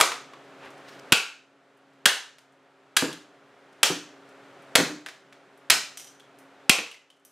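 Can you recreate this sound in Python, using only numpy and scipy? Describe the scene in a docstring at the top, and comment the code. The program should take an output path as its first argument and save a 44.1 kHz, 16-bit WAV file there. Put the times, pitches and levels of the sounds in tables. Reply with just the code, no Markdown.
"""Hammering plastic in a garage

A hammer smashes burnt plastic on a concrete floor, eight blows about a second apart. Each blow
crunches the piece and makes it ring. Plastic and clockwork bits fly, bump a toolbox and skitter
away. Shoes scuff and a motor hums faintly. An automatic gain control turns the sound down at
loud blows, then lets it creep back up."""
import sys
import numpy as np
from scipy import signal
from scipy.fft import rfft, irfft, next_fast_len
from scipy.io import wavfile
from scipy.ndimage import uniform_filter1d

SR = 44100
rng = np.random.default_rng(int(sys.argv[2]) if len(sys.argv) > 2 else 0)


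def materialize(psi):
    """Save the field psi as 16-bit PCM at rate SR to the path in sys.argv[1].

    A 1-D psi becomes a single channel; in a 2-D psi each row is a channel.
    """
    bounded = np.clip(np.atleast_2d(psi).T, -1, 1)
    quanta = np.round(bounded * 32767).astype(np.int16)
    wavfile.write(sys.argv[1], SR, quanta)


N = 322715
TIME = np.arange(N) / SR
HIT_TIME = np.arange(SR // 4) / SR  # seconds into one impact

# tones of the motor's hum: f/Hz, level/dB
HUM_TONES = [(138, -63.5), (276, -54.5), (388, -58), (412, -60), (554, -59.5), (690, -65.5)]
# air rush of the motor's fan: f/Hz, level/dB
FAN_CURVE = [(30, -37.5), (85, -21), (130, -5), (200, -5.5), (420, -1), (700, 0.5), (1000, -4),
             (1400, -2.5), (2100, -8.5), (3200, -13.5), (5000, -22), (8000, -27), (15000, -43.5)]
# shoe scuffs: t/s, length/s, level/dB, treble/dB
SHOE_SCUFFS = [(0.653, 0.071, -43.5, -5), (0.888, 0.012, -46.5, 8), (0.927, 0.086, -55, 19),
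               (0.996, 0.0045, -48, 26)]
# the garage's echo: f/Hz, level/dB, time to fade by 60 dB/s
ECHO_BANDS = [(60.4, -14, 0.25), (160, 0.5, 0.36), (444, 6.5, 0.3), (1240, -1, 0.42), (3470, 0.5, 0.39),
              (6500, 2, 0.39), (8850, 0, 0.32), (15000, -0.5, 0.28)]
# tone of the difference between two microphones: f/Hz, level/dB
SIDE_CURVE = [(50, 23), (150, -2), (400, -7), (1000, -1.5), (2200, 3.5), (5000, 8), (9000, 10),
              (14000, -0.5)]
# clockwork bits hitting the floor: t/s, level/dB, top treble/dB
CLOCKWORK_HITS = [(5.973, -17, -1), (5.998, -23, -1), (6.045, -30, 3), (6.071, -29, -7), (6.387, -39.5, 7),
                  (7.250, -23.5, 10)]
# ringing of the clockwork metal: f/Hz, width/Hz, level/dB
CLOCKWORK_RINGS = [(3130, 197, 0), (5040, 97, -7), (5880, 110, 3), (6080, 170, -1), (6570, 270, -4),
                   (8460, 500, -2), (11100, 880, -3), (12500, 500, -12)]
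# pieces bumping the toolbox: t/s, level/dB, bass/dB
TOOLBOX_BUMPS = [(3.023, 2, -2), (3.082, -14.5, 2), (3.902, -7, 1), (4.782, 0.5, 3.5), (4.8, 5.5, 2),
                 (4.821, -2, -24), (4.897, -13, -10)]
# ringing of the toolbox walls: f/Hz, width/Hz, level/dB
TOOLBOX_RINGS = [(169.3, 32, 4.5), (267.8, 59, 3.5), (298, 7.3, -0.5), (370, 44, -8), (477, 49, -12.5),
                 (894, 180, -14)]
# larger plastic pieces landing: t/s, level/dB, f/Hz, ring/dB
PIECE_LANDINGS = [ (0.1183, -12.5, 1280, -0.5), (0.335, -30.5, 1124, 3.5), (2.384, -27.5, 2480, -4.5),
                  (3.129, -18.5, 3300, 0), (5.062, -12.5, 1660, -1), (5.086, -18.5, 1780, -14),
                  (5.326, -29, 1560, -7), (6.198, -32, 3310, 6), (6.785, 2, 387, -4),
                  (6.914, -13.5, 2863, 5.5), (6.943, -18.5, 2050, 5), (7.102, -25, 3040, 6), ]
# tone of cracking plastic: f/Hz, level/dB
CRACK_CURVE = [(40, -47), (150, -14.5), (450, 0), (750, 1), (1100, 1.5), (2000, 4.5), (3500, 3), (5500, -1),
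               (9500, -2.5), (12500, -12.5), (16000, -22)]
# ringing of the steel hammer head: f/Hz, width/Hz, level/dB
HEAD_RINGS = [(3284, 17, 2.5), (7480, 130, 1), (9700, 260, -1)]
# hammer blows (the first is two rows); the piece breaks and turns, so its pitch moves:
# t/s, level/dB, crushing time/ms, f/Hz, lower ring/dB, upper ring/dB, shatter/0-1, body/dB, thump/dB
HAMMER_BLOWS = [ (0.0005, -8, 2, 882, 5.5, -2.5, .16, 2, -37.5),
                (0.0100, 7.5, 1, 1300, -2.5, -16.5, 0.1, 1, -42),
                (1.1220, 19, 3.82, 1473, 2.5, 7.5, .16, 4, -11),
                (2.0560, 19.5, 2.67, 1680, -2.5, -6.5, .14, -4.5, -19),
                (2.9663, 11, 2.72, 1610, -4.5, -11.5, .14, -15, -25.5),
                (3.8302, 9.5, 2.1, 1600, -15, -5.5, 0.3, -1.5, -31),
                (4.7536, 15.5, 3.1, 1900, 1.5, -5.5, .42, 6.5, -25.5),
                (5.6999, 14.5, 2.88, 2350, -4, -6.5, 0.4, -11, -42.5),
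                (6.6946, 23.5, 2.06, 1425, -24, 2, .11, 1, -9.5), ]
# tone of floor grit, of crumbs, and of an impact's direct side signal: f/Hz, level/dB
GRIT_CURVE = [(200, -7), (800, 5), (2500, 4.5), (6000, -11), (14000, -28)]
CRUMB_CURVE = [(300, -7), (1500, 3.5), (4000, -4.5), (9000, -11), (15000, -19.5)]
DIRECT_SIDE_CURVE = [(200, -4), (2000, 4.5), (5000, -2), (12000, 1)]


def gain(db):
    """Turn decibels into a number to multiply by."""
    return 10 ** (np.asarray(db) / 20)


def unit(x):
    """Scale a sound so that its energy is 1."""
    return x / np.sqrt(np.sum(x ** 2) + 1e-18)


def add(out, start_s, x):
    """Mix x into out at a given time."""
    i = min(max(int(start_s * SR), 0), N)
    out[..., i:i + x.shape[-1]] += x[..., :N - i]


def colour(x, curve):
    """Shape the tone along a curve of (f/Hz, level/dB) points."""
    size = next_fast_len(len(x) + 4096, True) // 2 * 2
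    hz, db = np.transpose(curve)
    log_hz = np.log(np.fft.rfftfreq(size, 1 / SR) + 1)
    cepstrum = irfft(np.log(gain(np.interp(log_hz, np.log(hz), db))))
    # this folding keeps the filter from sounding before its input
    cepstrum[1:size // 2] *= 2
    cepstrum[size // 2 + 1:] = 0
    return irfft(rfft(x, size) * np.exp(rfft(cepstrum)))[:len(x)]


def ring(x, hz, width_hz):
    """Ring at one pitch; the narrower the width, the longer it lasts."""
    return signal.lfilter(*signal.iirpeak(hz, hz / width_hz, fs=SR), x)


def ring_object(force, rings):
    """A struck object rings at several pitches at once."""
    return unit(sum(gain(db) * ring(force, hz, width) / np.sqrt(width) for hz, width, db in rings))


def fade(delay_s, decay_s):
    """Start suddenly after a delay, then die away."""
    return (HIT_TIME >= delay_s) * np.exp(-np.abs(HIT_TIME - delay_s) / decay_s)


def drift(rate_hz):
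    """Wander smoothly at random, roughly between -1 and 1."""
    step = int(SR / rate_hz)
    return uniform_filter1d(np.repeat(rng.standard_normal(N // step + 1), step), step)[:N]


def fan(level_db):
    """The motor's fan pushes air with a soft, steady rush."""
    return gain(level_db) * np.sqrt(N) * unit(colour(rng.standard_normal(N), FAN_CURVE))


def motor(waver_hz=3.9, flutter_db=2.2):
    """A motor hums with tones that waver in level and pitch."""
    hum = 0
    for hz, db in HUM_TONES:
        level = gain(db + flutter_db * drift(rate_hz=8))
        pitch_hz = hz + waver_hz * drift(rate_hz=28)
        hum = hum + level * np.sin(2 * np.pi * np.cumsum(pitch_hz) / SR)
    return np.sqrt(2) * hum


def scuffs(grain_db=4):
    """Soles drag briefly over grit; crushed grains sound crisper."""
    grains = rng.standard_normal(N) * gain(grain_db * rng.standard_normal(N))
    grit = colour(grains, GRIT_CURVE)
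    out = np.zeros(N)
    for t, length_s, db, treble_db in SHOE_SCUFFS:
        swell = np.exp(-2 * ((TIME - t) / length_s) ** 2)
        out += gain(db) * swell * unit(colour(grit, [(1500, 0.007), (5000, treble_db)]))
    return np.sqrt(N) * out


def garage_echo(first_echo_s=0.001, build_s=0.0012):
    """Walls and shelves echo differently for every spot on the floor."""
    size = SR * 2 // 3
    t = np.arange(size) / SR
    hz, levels_db, fades_s = np.transpose(ECHO_BANDS)
    noise = rfft(rng.standard_normal(size))
    log_hz = np.log(np.fft.rfftfreq(size, 1 / SR) + 1)
    tail = 0
    for db, fade_s, band in zip(levels_db, fades_s, np.eye(len(hz))):
        band_noise = irfft(noise * np.interp(log_hz, np.log(hz), band), size)
        tail = tail + gain(db - 60 * t / fade_s) * band_noise
    return unit(tail * (1 - np.exp(-np.maximum(t - first_echo_s, 0) / build_s)))


def in_garage(x, echo_db, direct_side_db=-7.5):
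    """An impact and its echo, as mid (what two microphones share) and side (how they differ)."""
    heard = gain(echo_db) * np.array([signal.fftconvolve(x, garage_echo()) for _ in range(2)])
    heard[0, :len(x)] += x
    heard[1, :len(x)] += gain(direct_side_db) * colour(x, DIRECT_SIDE_CURVE)
    return heard


def crunch(shape):
    """A burst of tiny fractures, about equally strong at all pitches, fading with the given shape."""
    spectrum = rfft(shape * rng.standard_normal(len(HIT_TIME)), 2 * len(HIT_TIME))
    burst = irfft(spectrum / (np.abs(spectrum) + 1e-12))[:len(HIT_TIME)]
    return unit(burst * np.sqrt(shape))


def crack(force, body_db, treble_db):
    """A brittle snap; a big piece has more body, a hard contact more treble."""
    snap = colour(force, CRACK_CURVE)
    return unit(colour(snap, [(700, body_db), (1500, 0.0011), (3000, 0), (9000, treble_db)]))


def rattle(bounce_db=-6, decay_s=0.0035):
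    """The force of a light piece that lands and tips onto a second edge."""
    bounce_s = rng.uniform(0.0033, 0.0074)
    return crunch(fade(0, decay_s) + gain(bounce_db) * fade(bounce_s, decay_s))


def clatter(hz, ring_db, treble_db_per_octave=13, neutral_hz=2580):
    """Plastic lands with a snap and a short ring; smaller pieces ring higher and click brighter."""
    force = rattle()
    # the less a piece is damped, the louder and narrower its ring
    width_hz = hz * min(0.19 * gain(-2 * ring_db), 0.5)
    snap = crack(force, body_db=-1.5, treble_db=treble_db_per_octave * np.log2(hz / neutral_hz))
    ringing = gain(ring_db) * unit(ring(force, hz, width_hz))
    return in_garage(unit(snap + ringing), echo_db=-4)


def chips(count=2, flight_s=(0.13, 0.96), pitch_hz=(3943, 10760), softest_db=-52, spread_db=6):
    """Small chips fly off at each blow and tick down a moment later."""
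    out = np.zeros((2, N))
    for t, *_ in HAMMER_BLOWS:
        for flight, pitch, strength in rng.random((count, 3)):
            lands_s = t + np.interp(flight, [0, 1], flight_s)
            tick = clatter(np.interp(pitch, [0, 1], pitch_hz), ring_db=-2)
            add(out, lands_s, gain(softest_db + spread_db * strength) * tick)
    return out


def clockwork(ring_db=-2.5):
    """Small metal parts click and tinkle; a sharper contact wakes their highest rings."""
    out = np.zeros((2, N))
    for t, db, top_db in CLOCKWORK_HITS:
        force = colour(rattle(), [(6500, 0), (11000, top_db)])
        click = crack(force, body_db=-8, treble_db=9)
        tinkle = gain(ring_db) * ring_object(force, CLOCKWORK_RINGS)
        add(out, t, gain(db) * in_garage(unit(click + tinkle), echo_db=-1))
    return out


def toolbox(decay_s=0.0076, knock_db=-12):
    """Dull knocks boom in the hollow box; some of its walls sound deeper than others."""
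    out = np.zeros((2, N))
    for t, db, bass_db in TOOLBOX_BUMPS:
        push = crunch(fade(0, decay_s))
        force = colour(push, [(50, -6), (150, bass_db), (300, 7), (600, 2), (1500, 7), (6000, -24.5)])
        bump = unit(ring_object(force, TOOLBOX_RINGS) + gain(knock_db) * unit(force))
        add(out, t, gain(db) * in_garage(bump, echo_db=-4))
    return out


def landings():
    """The larger plastic pieces clatter onto the concrete."""
    out = np.zeros((2, N))
    for t, db, hz, ring_db in PIECE_LANDINGS:
        add(out, t, gain(db) * clatter(hz, ring_db))
    return out


def crumbs(count=70, settle_s=0.03, scatter_db=4):
    """Many tiny bits patter down after a blow, the late ones weakest."""
    clicks = np.zeros(len(HIT_TIME))
    clicks[rng.integers(0, len(HIT_TIME), count)] = gain(scatter_db * rng.standard_normal(count))
    return unit(colour(clicks * fade(0, settle_s), CRUMB_CURVE))


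def thump(force, hz=245, width_hz=380):
    """The low thump of the loudest blows overloading the microphone."""
    return unit(ring(ring(force, hz, width_hz), hz, width_hz))


def hammer(decay_s=0.0039, upper_ratio=1.761, crumbs_db=-5, clink_db=-11):
    """The head cracks the piece, then hits concrete; shattering widens the rings and sprays crumbs."""
    out = np.zeros((2, N))
    for t, db, crush_ms, hz, lower_db, upper_db, shatter, body_db, thump_db in HAMMER_BLOWS:
        # the longer the crushing, the harder the head meets the floor
        floor_hit = gain(-6 + 4 * crush_ms) * fade(crush_ms * 1e-3, decay_s)
        force = crunch(fade(0, decay_s) + floor_hit)
        rings = [(hz, lower_db), (upper_ratio * hz, upper_db)]
        ringing = sum(gain(ring_db) * unit(ring(force, f, shatter * f)) for f, ring_db in rings)
        snap = crack(force, body_db, treble_db=0.5)
        smash = unit(snap + ringing) + shatter * gain(crumbs_db) * crumbs()
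        add(out, t, gain(db) * in_garage(smash, echo_db=-5))
        # the head's clink and the low thump get no echo
        clink = gain(clink_db) * ring_object(force, HEAD_RINGS)
        add(out[0], t, gain(db) * (gain(thump_db) * thump(force) + clink))
    return out


def scene(impact_db=16, width_db=-20):
    """Mix all sources to left and right; the two close microphones differ only a little."""
    mid, side = gain(impact_db) * (hammer() + landings() + clockwork() + chips() + toolbox())
    mid = mid + scuffs() + motor() + fan(level_db=-46.5)
    side = colour(gain(width_db) * side + fan(level_db=-66), SIDE_CURVE)
    # the tiny gap between the microphones shifts their difference by a quarter cycle
    side = signal.hilbert(side, next_fast_len(N)).imag[:N]
    return np.array([mid + side, mid - side])


def record(dry, threshold_db=-6, release_db_per_s=5, window_s=0.0048, attack_s=0.0011,
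           peak_limit=0.63, low_cut_hz=60, high_cut_hz=15500):
    """Gain control dips fast at loud blows and recovers slowly; peaks are rounded, bass and top cut."""
    power = uniform_filter1d(np.mean(dry, axis=0) ** 2, int(window_s * SR))
    over_db = np.maximum(10 * np.log10(np.abs(power) + 1e-12) - threshold_db, 0)
    recovery_db = release_db_per_s * TIME
    dip_db = np.maximum.accumulate(over_db + recovery_db) - recovery_db
    smoothing = np.exp(-1 / (attack_s * SR))
    dip_db = signal.lfilter([1 - smoothing], [1, -smoothing], dip_db)
    rounded = peak_limit * np.tanh(dry * gain(-dip_db) / peak_limit)
    thinned = signal.lfilter(*signal.butter(1, low_cut_hz, "high", fs=SR), rounded)
    return signal.sosfilt(signal.ellip(10, 0.2, 80, high_cut_hz, fs=SR, output="sos"), thinned)


dry = scene()
out = record(dry)
materialize(out)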